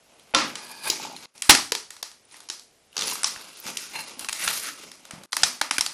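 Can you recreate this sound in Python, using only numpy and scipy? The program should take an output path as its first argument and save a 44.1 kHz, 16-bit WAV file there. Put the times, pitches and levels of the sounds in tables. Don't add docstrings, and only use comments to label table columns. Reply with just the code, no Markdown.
import sys
import numpy as np
from scipy import signal
from scipy.io import wavfile
from scipy.ndimage import uniform_filter1d, minimum_filter1d

SR = 44100
rng = np.random.default_rng(int(sys.argv[2]) if len(sys.argv) > 2 else 0)


def volts_from_decibels(level):
    exponent = np.asarray(level, float) / 20
    return 10 ** exponent


def output_pcm(signal):
    pcm = np.clip(np.atleast_2d(signal).T, -1, 1) * 32767
    wavfile.write(sys.argv[1], SR, np.round(pcm).astype(np.int16))


N = 261513


def in_time(rows):
    s, *columns = np.transpose(rows)
    return [np.interp(np.arange(N) / SR, s, column) for column in columns]


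def at_hz(points, hz):
    point_hz, value = np.array(points).T
    return np.interp(np.log(hz), np.log(point_hz), value)


def rms_one(x):
    return x / np.sqrt(np.mean(x ** 2) + 1e-20)


def band(x, low_hz, high_hz):
    sos = signal.butter(2, [low_hz, min(high_hz, .45 * SR)], "band", fs=SR, output="sos")
    return signal.sosfilt(sos, x)


def drift(rate):
    r = np.exp(-2 * np.pi * rate / SR)
    wander = signal.lfilter([1], [1, -2 * r, r * r], rng.standard_normal(N + SR))
    return rms_one(wander[SR:])


def colour(x, spectrum, patchy_db=0):
    edges = np.geomspace(spectrum[0][0], spectrum[-1][0], num=10)
    total = 0
    for k, (low_hz, high_hz) in enumerate(zip(edges, edges[1:])):
        level_db = at_hz(spectrum, np.sqrt(low_hz * high_hz)) + patchy_db * drift(5.3)
        total = total + volts_from_decibels(level_db) * band(x[k % 2], low_hz, high_hz)
    return rms_one(total)


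def resonance(x, hz, width_hz):
    r = np.exp(-np.pi * width_hz / SR)
    poles = [1, -2 * r * np.cos(2 * np.pi * hz / SR), r * r]
    return signal.lfilter(np.array([1, 0, -1]) * (1 - r * r) / 2, poles, x)


def add(track, s, piece):
    at = round(s * SR)
    track[at:at + len(piece)] += piece[:N - at]


def blows(rows, soft_ms):
    t, out = np.arange(SR // 4) / SR, np.zeros(N)
    for s, db, hz, t60 in rows:
        contact = 1 - np.exp(-t * 1000 / soft_ms)
        ring = np.sin(2 * np.pi * hz * t) * volts_from_decibels(-60 * t / max(t60, .01)) * contact
        add(out, s, volts_from_decibels(db) * ring)
    return out


# (frequency [Hz], level [dB])
HISS = [(25, -3), (60, -6), (200, -7), (560, -4.5), (1000, -15), (2200, -11), (4500, -14), (8000, -12.5),
        (13000, -22.5)]


def room_hiss():
    return volts_from_decibels(-62) * colour(rng.standard_normal((2, N)), HISS)


# (frequency [Hz], time [s])
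ROOM_T60 = [(150, 0.5), (400, 0.3), (1000, 0.31), (2800, 0.32), (6000, 0.35), (12000, 0.34)]
# (frequency [Hz], level [dB])
ROOM_COLOUR = [(100, 2.5), (400, 4), (900, -0.5), (1800, -2.5), (3500, -5), (5200, 0), (7000, -3.5),
               (9500, -1), (13000, -1)]


def room(x):
    t, edges = np.arange(SR // 2) / SR, np.geomspace(60, 14000, num=15)
    noise = rng.standard_normal((2, len(t)))
    tail = np.zeros(len(t))
    for k, (low_hz, high_hz) in enumerate(zip(edges, edges[1:])):
        middle_hz = np.sqrt(low_hz * high_hz)
        level_db = at_hz(ROOM_COLOUR, middle_hz) - 60 * t / at_hz(ROOM_T60, middle_hz)
        tail += band(noise[k % 2], low_hz, high_hz) * volts_from_decibels(level_db)
    tail *= 1 - np.exp(-np.maximum(t - .0075, 0) / .007)
    return signal.fftconvolve(x, tail / np.sqrt(np.sum(tail ** 2)))[:N]


def wall_slap(x):
    delay_s, smear_s, level_db = 0.0094, 0.0011, -12.5
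    t = np.arange(SR // 25) / SR - delay_s
    scatter = rng.standard_normal(len(t)) * np.exp(-.5 * (t / smear_s) ** 2)
    echo = signal.fftconvolve(x, scatter / np.linalg.norm(scatter))[:N]
    return volts_from_decibels(level_db) * band(echo, 1200, 8000)


# (time [s], peak [dB])
THUMPS = [(0.34, -35), (0.891, -40), (1.492, -23), (1.72, -42), (3.244, -47), (3.364, -45), (4.219, -52),
          (4.289, -43), (4.468, -39), (5.436, -33.5), (5.614, -45), (5.789, -38)]


def table_thumps():
    rows = []
    for s, db in THUMPS:
        rows += [(s, db + 1.5, 42, .035), (s, db - 3.5, 80, .035)]
    return blows(rows, soft_ms=1.1)


# (time [s], peak [dB], pitch [Hz])
TAPS = [(0.857, -26, 900), (0.874, -28.5, 910), (0.93, -29.5, 895), (0.999, -28, 847), (1.051, -26.5, 850),
        (1.072, -32.5, 910), (1.099, -38.5, 680), (1.099, -36, 850), (1.116, -33.5, 860),
        (1.134, -33.5, 830), (1.144, -35, 820), (1.162, -42.5, 904), (3.122, -26, 994)]


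def fingertip_taps():
    return blows([(s, db + 1.5, hz, .03) for s, db, hz in TAPS], soft_ms=0.33)


# (time [s], peak [dB], pitch [Hz], t60 [s])
KNOCKS = [(0.349, -27, 276, 0.13), (0.366, -19, 296, 0.077), (0.399, -26, 305, 0.03),
          (0.428, -31, 228, 0.091), (0.447, -25.5, 288, 0.053), (.466, -34, 256, 0.073),
          (0.898, -23.5, 385, 0.027), (1.494, -4.5, 303, 0.024), (1.721, -16.5, 450, 0.023),
          (2.025, -39.5, 432, 0.031), (2.498, -39, 353, 0.035), (2.964, -40, 434, 0.11),
          (3.658, -35.5, 220, 0.057), (4.172, -40, 250, 0.07), (4.478, -56, 264, 0.08),
          (5.135, -27.5, 186, 0.028), (5.18, -42, 194, 0.1), (5.432, -40.5, 467, 0.057),
          (5.614, -33.5, 294, 0.048), (5.711, -32, 280, 0.043), (5.783, -25.5, 290, 0.024)]
# (time [s], peak [dB], pitch [Hz], t60 [s])
WALL_RINGS = [(0.3467, -19.0, 1350, 0.26), (0.3646, -20, 1300, 0.057), (0.3859, -23, 1060, 0.047),
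              (0.405, -32, 1360, 0.063), (.425, -28, 1260, .05), (.43, -29, 1340, 0.056),
              (1.72, -22.5, 995, 0.044), (.44, -34, 545, .1), (.43, -32, 1060, .08), (1.515, -20, 980, .08),
              (1.52, -24, 275, .1), (1.515, -22, 1200, .07), (4.475, -16, 1377, 0.032),
              (.35, -24.5, 540, .12), (0.39, -30.5, 550, 0.21), (.35, -18.5, 1060, .1),
              (.37, -23.0, 980, 0.095), (1.4955, -1.5, 835, 0.025), (1.4965, -15.0, 800, 0.051),
              (1.496, -6.5, 1800, 0.014), (5.433, -12.5, 805, 0.022)]


def box_knocks():
    return blows(KNOCKS + WALL_RINGS, soft_ms=0.93)


# (time [s], peak [dB], pitch [Hz], t60 [s])
PINGS = [(.3475, -13, 3570, 0.04), (.3475, -12, 5710, .025), (.386, -30, 3300, .02), (.9, -21, 3810, 0.047),
         (.9, -14, 5110, 0.021), (.866, -31, 1620, 0.076), (.893, -38, 2480, .03),
         (1.165, -31, 4200, 0.023), (2.929, -39.5, 2890, 0.011), (3.0205, -19, 3480, .02),
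         (3.2435, -8.5, 5280, 0.014), (4.247, -29, 4100, 0.017), (4.25, -41, 1110, 0.1),
         (4.2875, -21, 2670, 0.013), (4.329, -19, 6770, 0.013), (3.7705, -25, 2750, 0.015),
         (3.771, -17.5, 3100, 0.0088), (3.2435, -22, 1140, 0.025), (3.245, -17, 5920, 0.03),
         (5.434, -14, 2420, 0.013), (5.434, -3, 4990, 0.0091), (5.8095, -10.5, 5360, 0.015),
         (5.864, -20, 4550, .025), (1.4965, -8, 2700, .02), (1.51, -14, 3200, .03), (1.505, -12, 5600, .03),
         (5.44, -16, 6000, .04), (.348, -16, 9800, .012), (3.27, -24, 5100, .05), (5.766, -26, 2370, 0.017),
         (.9005, -21, 15400, .012), (.9005, -26, 13300, .012), (.9005, -22.5, 10900, .012),
          (.9008, -14.5, 6960, .012), (.862, -26, 10500, 0.033), (.874, -28, 10300, 0.022),
          (3.088, -36, 14000, .015), (3.098, -29, 13700, .02), (3.6, -36, 15400, .02),
          (3.6, -31, 13000, .02), (4.194, -23, 10400, 0.013), (4.1935, -34, 13500, .012),
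          (5.367, -23, 13800, .012), (2.252, -45, 9500, 0.014), (.341, -26, 2230, .03),
          (.35, -20, 1720, .03), (.385, -21, 1340, .03), (1.0, -41, 2500, 0.046), (1.04, -37, 2300, .08),
          (1.15, -38, 2450, .02)]


def rim_pings():
    return blows(PINGS, soft_ms=0.16)


# (time [s], contact [dB], weight relative to contact [dB])
HOLD = [(0, -71, 6), (.3, -62, 3.5), (.46, -51, 8), (.8, -50, -4.5), (1.0, -50.5, -0.5), (1.26, -50.5, 0),
        (1.34, -67, 7.5), (2.2, -79, 7.5), (2.4, -60.5, -3.5), (2.62, -65.5, -0.5), (2.75, -89.5, 1.5),
        (2.95, -74, 9), (3.2, -45, -3), (3.4, -46.5, -4), (3.62, -48, -11), (3.9, -57, 0.5),
        (4.16, -71, 17), (4.85, -60.5, 3.5), (4.95, -57, 0), (5.04, -56, -1), (5.12, -59, 8),
        (5.25, -58, 4.5), (5.5, -52.5, -7.5), (5.93, -61, 7)]
# (start [s], length [s], level [dB], relative weight [dB], relative squeak [dB])
STROKES = [(0.397, 0.044, -52.5, -12, 1), (0.589, 0.17, -68.5, -22, 13), (0.874, 0.0058, -38.5, 0.5, 0),
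           (0.885, 0.094, -47.5, -30, -26), (1.027, 0.019, -41.5, -3, -16),
           (1.365, 0.0084, -61.5, -5.5, 8.5), (1.486, 0.026, -40, -38, -4),
           (2.319, 0.058, -54.5, -11, -1.5), (2.993, 0.042, -38, -3.5, -7), (3.068, 0.052, -34, -16, -2.5),
           (3.679, 0.0092, -39.5, -3.5, -6), (3.794, 0.057, -41.5, -19, -8), (3.933, 0.07, -38, -9, -5.5),
           (4.088, 0.024, -44, -8.5, -5), (4.208, 0.019, -44, -3, 2.5), (4.306, 0.041, -42, -16, -4),
           (4.417, 0.065, -31.5, -13, -1), (4.49, 0.17, -38, -14.5, 0.8), (4.664, 0.019, -38, -17, -35),
           (4.783, 0.063, -48, -7, -9), (5.367, 0.063, -40.5, -4, -26.5), (0.86, .012, -47, -5, 4),
           (5.452, 0.013, -35.5, -10, -10), (3.659, 0.021, -48.5, -4, -10), (5.818, .02, -41, -13, -8),
           (1.194, 0.043, -56, -14, -8)]


def effort():
    bite_db_per_s, ease_db_per_s, hold_squeak_db = 451.5, 271, -5.5
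    palm_s, palm_db, palm_fade_db_per_s = .338, -26, 301.5
    t = np.arange(N) / SR
    contact_db, weight_db = in_time(HOLD)
    gains = volts_from_decibels(contact_db + np.array([0 * t, weight_db, hold_squeak_db + 0 * t]))
    for start, length, db, heavy_db, squeak_db in STROKES:
        near = slice(max(round((start - .25) * SR), 0), round((start + length + .5) * SR))
        before = np.maximum(start - t[near], 0)
        after = np.maximum(t[near] - start - length, 0)
        fall_db = bite_db_per_s * before + ease_db_per_s * after
        gains[:, near] += volts_from_decibels(db - fall_db) * volts_from_decibels(np.array([[0], [heavy_db], [squeak_db]]))
    gains[1] += (t > palm_s) * volts_from_decibels(palm_db - palm_fade_db_per_s * np.abs(t - palm_s))
    return gains


def bead_slips(per_s, spread_db):
    sizes = volts_from_decibels(spread_db * np.minimum(rng.exponential(1, (2, N)), 5))
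    signs = rng.choice([-1, 1], (2, N))
    chance = per_s * volts_from_decibels(2.6 * drift(60)) / SR
    return sizes * signs * (rng.random((2, N)) < chance)


# (pitch [Hz], width [Hz], level [dB])
PANEL = [(880, 240, -8), (1660, 150, -4), (2480, 150, -2.5), (3700, 100, -10), (4170, 100, -7),
         (4720, 420, -6), (2740, 280, -21)]
FREED_DB = [-3, -4, -8, 0, 1, -6, 17]


def lid_panel(slips):
    freed_s, waver_db, mix = 2.9, 3 * drift(8.2), 0
    freed = np.arange(N) > freed_s * SR
    for k, (hz, width_hz, db) in enumerate(PANEL):
        level_db = db + np.roll(waver_db, -k * (SR // 2)) + FREED_DB[k] * freed
        ring = resonance(resonance(slips, hz, width_hz), hz, width_hz)
        mix = mix + (-1) ** k * volts_from_decibels(level_db) * ring
    return rms_one(mix)


# (frequency [Hz], level per Hz [dB])
SCRATCH = [(880, -39.5), (1500, 3.5), (1770, -2.5), (2230, 7.5), (2860, -1.5), (3150, 1), (5490, 6),
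           (7630, -7.5), (9000, -11.5), (11700, -45.5), (19800, -120)]
# (frequency [Hz], level per Hz [dB])
BODY = [(35, -67.5), (60, -28), (268, -5), (643, -9.5), (800, -6.5), (865, -26), (1380, -5), (2500, -11.5),
        (3250, -34), (5500, -120)]
# (time [s], level relative to scratch [dB])
GRIP = [(0, -30), (.54, -24.5), (.58, -1), (.7, 3.5), (.78, -0.5), (.86, -1), (.92, -12), (.98, -18),
        (1.15, -18), (1.25, -10.5), (3.6, -13), (3.925, -11), (3.945, -1.5), (4.01, 1.5), (4.035, -14),
        (4.11, -9), (4.16, -10), (4.38, -13), (4.42, -9), (4.47, -11), (4.55, -14.5), (5.93, -16)]


def foam_rub():
    scratch, body, squeak = effort()
    slips = bead_slips(4500, spread_db=3.0)
    top = rms_one(band(slips[0], 8580, 12000)) * volts_from_decibels(3.0 * drift(50))
    panel = volts_from_decibels(in_time(GRIP)[0]) * lid_panel(slips[1])
    mix = scratch * (colour(slips, SCRATCH, patchy_db=2.2) + panel)
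    mix += body * colour(slips, BODY, patchy_db=2.0)
    mix += squeak * top
    return volts_from_decibels(-1.0 + 1.3 * drift(40)) * mix


# (low [Hz], high [Hz])
CRACK_BANDS = [(3270, 6830), (746, 2330), (1230, 4060), (7250, 11370)]
# (time [s], level [dB])
SEATING = [(.3, 6), (1.4, 14), (1.6, -2.5), (2.6, -5.5), (3.7, -4.5), (4.4, 7.5), (5.3, -11), (5.9, 6.5)]
# (time [s], peak [dB], hollowness [dB], edge [dB], room [dB])
FIRM = [(.3471, -2, -10, -31, -1.5), (.3864, -15.5, 2.5, -31, 2), (.8999, -3, -45, -13.5, -7.5),
        (1.4212, -13.5, -11.5, 7.5, -7), (1.4945, 10, -10.5, -5, -7), (1.5495, -3.5, -1.5, 1.5, -9.5),
        (1.72, -3, -7, -6.5, -11.5), (1.7506, -6, -11, -9.5, -8.5), (2.0278, -11, -10.5, -6, -9),
        (2.4997, -10, -11.5, -6, -7.5), (3.2326, -13.5, -2, 7, -7.5), (3.243, -3, -13.5, -7.5, -5.5),
        (3.7708, -9.5, -25, -4, -8.5), (4.2867, -13, -9, 0, -24.5), (4.293, -17, -3, 2, -14),
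        (4.3281, -12, -9.5, 4, -7.5), (4.4772, -5.5, -5.5, -9, -8), (5.3298, -6.5, -3, -1.5, -32),
        (5.3672, -5, -3.5, -1.5, -10), (5.4331, 2.5, -6, -4.5, -10.5), (5.6136, -6.5, 1.5, -2, -11.5),
        (5.7099, -4.5, -5.5, -4, -8.5), (5.7823, -5, -4, -0.5, -13.5), (5.8087, -3, -10, -2, -10),
        (5.8626, -8.5, -12.5, -5, -9.5)]
# (time [s], peak [dB], hollowness [dB])
TICKS = [(0.196, -36.5, -15), (0.3507, -10, -3.5), (0.5549, -16.5, -11.5), (.559, -26, -5),
         (1.1643, -23, -21), (1.378, -30, -31), (1.905, -21, -8.5), (1.966, -29, -6), (2.1152, -32, -6.5),
         (2.3113, -39.5, -20.5), (2.3424, -32.5, 0), (2.4038, -28, -7.5), (2.488, -21, -13),
         (2.595, -26.5, -33), (2.929, -45, -20), (3.1547, -19.5, -3), (3.361, -34, 11), (3.6, -54, -17),
         (3.648, -37, -10), (3.666, -21, -1.5), (4.1934, -20.5, -23), (4.197, -24, -9), (4.2456, -21, -8),
         (4.3625, -24.5, -7), (4.916, -26.5, -7.5), (5.052, -31, -1.5), (5.1089, -20.5, -2),
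         (5.235, -29.5, -9), (5.3215, -9, -17), (5.766, -26, -16.5), (5.792, -16, -19)]
# (time [s], peak [dB])
RIP = [
    (1.4916, -11),
    (1.4983, 3),
    (1.5049, 4),
    (1.5076, -6),
    (1.512, -4.5),
    (1.517, -8),
    (1.5262, -7.5),
]
# (time [s], peak [dB])
JUDDER = [(2.957, -36), (2.9669, -8), (2.9785, -8.5), (2.9914, -8.5), (3.01, -8.5), (3.0207, -10.5),
          (3.0294, -14), (3.0387, -13), (3.0484, -23), (3.0723, -14.5), (3.08, -11), (3.088, -16),
          (3.097, -15), (3.1129, -14), (3.125, -23), (3.258, -14), (3.271, -13)]


def foam_cracks():
    t, direct, walls = np.arange(SR // 20) / SR, np.zeros(N), np.zeros(N)
    rows = FIRM + [(*row, -2.5, -6) for row in TICKS]
    rows = rows + [(*row, -4.5, 0, -27.5) for row in RIP]
    rows = rows + [(*row, -13.5, -12.5, -6.5) for row in JUDDER]
    lead = .0025
    for s, peak_db, hollow_db, edge_db, room_db in rows:
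        dying = .0025 * (1 + max(peak_db + 4, 0) / 10)
        swell = np.where(t < lead, .17 * t / lead, np.exp(-(t - lead) / dying))
        mid_db = np.interp(s, *np.transpose(SEATING)) + 0.97 * hollow_db
        levels_db = [0, hollow_db, mid_db, edge_db]
        for (low_hz, high_hz), db, sign in zip(CRACK_BANDS, levels_db, [1, 1, -1, -1]):
            noise = rng.standard_normal(len(t))
            piece = band(band(noise * swell, low_hz, high_hz), low_hz / 2, 1.29 * high_hz)
            piece = volts_from_decibels(peak_db + db - 5.5) * piece / np.abs(piece).max()
            add(direct, s - lead + .0003, piece)
            click = sign * band(band(t == 0, low_hz, high_hz), low_hz / 2, 1.26 * high_hz)
            add(walls, s, volts_from_decibels(room_db) * click * np.linalg.norm(piece) / np.linalg.norm(click))
    return direct, walls


def scene():
    hiss, thumps, taps = room_hiss(), table_thumps(), fingertip_taps()
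    hollow = box_knocks() + rim_pings()
    scratch = foam_rub()
    direct, walls = foam_cracks()
    tail = room(walls + volts_from_decibels(-14.0) * hollow + volts_from_decibels(-22) * taps + volts_from_decibels(-8.5) * scratch)
    mono = direct + hollow + taps + thumps + scratch + tail + wall_slap(direct) + hiss
    return np.array([mono, mono])


# (start [s], end [s], fade-in [s], depth [dB])
DROPOUTS = [
    (1.259, 1.339, 0.015, -20.5),
    (5.26, 5.314, 0.016, -23),
    (5.3, 5.307, 0.0054, -3),
    (4.272, 4.282, .002, -6),
    (4.145, 4.165, .02, -3),
    (5.83, 5.84, .005, -3),
]


def dropouts(x):
    t, gain_db = np.arange(N) / SR, np.zeros(N)
    for start, end, fade, depth_db in DROPOUTS:
        gain_db += np.interp(t, [start - .001, start, end, end + fade], [0, depth_db, depth_db, 0])
    return x * volts_from_decibels(gain_db)


# (low [Hz], high [Hz], relative share of frames kept [0-1.2], lean to loud frames
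STARVED = [(6900, 7300, 1.2, 0, 1), (7600, 8300, 1.2, 0, 1), (8300, 8800, 1.1, -.02, 2),
           (9300, 9700, .98, -.03, 2), (10200, 10800, 1.1, -.02, 1), (10800, 11400, .75, -.08, 3),
           (11400, 11800, .5, .05, 3), (11800, 12300, .7, .2, 2), (12300, 13000, .7, .3, 3),
           (13000, 13700, .3, .3, 3), (13700, 14600, .01, 0, 2), (14600, 16500, 0, 0, 1)]
# (start [s], length [s], top [Hz])
SPARED = [(.865, .045, 16500), (1.9, .11, 13700), (2.03, .1, 13700), (3.07, .06, 14600), (3.59, .03, 16500),
          (3.97, .04, 14600), (4.19, .06, 14600), (4.29, .11, 14600), (4.49, .07, 13700),
          (5.34, .04, 14600)]


def treble_gaps(x):
    hz, s, cells = signal.stft(x, SR, nperseg=1024)
    loud = np.log(np.mean(np.abs(cells) ** 2, axis=0) + 1e-12)
    above = loud - np.median(loud)
    for low_hz, high_hz, share, lean, frames in STARVED:
        luck = np.repeat(rng.random(len(loud)), frames)[:len(loud)]
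        push = lean * np.minimum(above, 3 - above * np.sign(lean))
        kept = .8 * np.minimum(share * np.exp(push), 1.2) > luck
        for start, length, top_hz in SPARED:
            kept |= (s > start) & (s < start + length) & (high_hz <= top_hz) & (low_hz > 12000)
        cells[(hz >= low_hz) & (hz < high_hz)] *= kept | (loud > loud.max() - .7)
    cells[hz > 16500] = 0
    x = signal.istft(cells, SR, nperseg=1024)[1][:N]
    level_db = 10 * np.log10(uniform_filter1d(x ** 2, size=60) + 1e-12)
    ahead_db = -minimum_filter1d(-level_db, size=300, origin=-150)
    duck_db = -.8 * np.clip(ahead_db - level_db - 16, 0, 15)
    return x * volts_from_decibels(uniform_filter1d(duck_db, size=40))


# (low [Hz], high [Hz], share of frames [0-1], level [dB])
UNEQUAL = [(20, 700, .04, -24), (700, 1500, .012, -26), (1500, 2200, .04, -20), (2200, 2900, .27, -18),
           (2900, 3700, .18, -18), (3700, 4700, .13, -19), (4700, 5700, .11, -17), (5700, 7000, .1, -17),
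           (7000, 8500, .1, -14), (8500, 10500, .1, -13), (10500, 12000, .14, -11),
           (12000, 14500, .12, -10)]


def side_patches(x):
    hz, _, cells = signal.stft(np.roll(x, 40), SR, nperseg=1024)
    gain = np.zeros(cells.shape)
    frames = cells.shape[1]
    for low_hz, high_hz, share, db in UNEQUAL:
        present = np.repeat(rng.random(frames) < share, 2)[:frames]
        gain[(hz >= low_hz) & (hz < high_hz)] = volts_from_decibels(db) * present
    return signal.istft(cells * gain, SR, nperseg=1024)[1][:N]


def top_cut(x):
    return signal.sosfilt(signal.butter(12, 15740, fs=SR, output="sos"), x)


def record(dry):
    bass_cut = signal.butter(1, 45, "high", fs=SR, output="sos")
    x = dropouts(signal.sosfilt(bass_cut, dry[0]))
    x = treble_gaps(np.clip(x, -.99, .99))
    mix = x + side_patches(x) * [[1], [-1]]
    return top_cut(mix)


dry = scene()
out = record(dry)
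output_pcm(out)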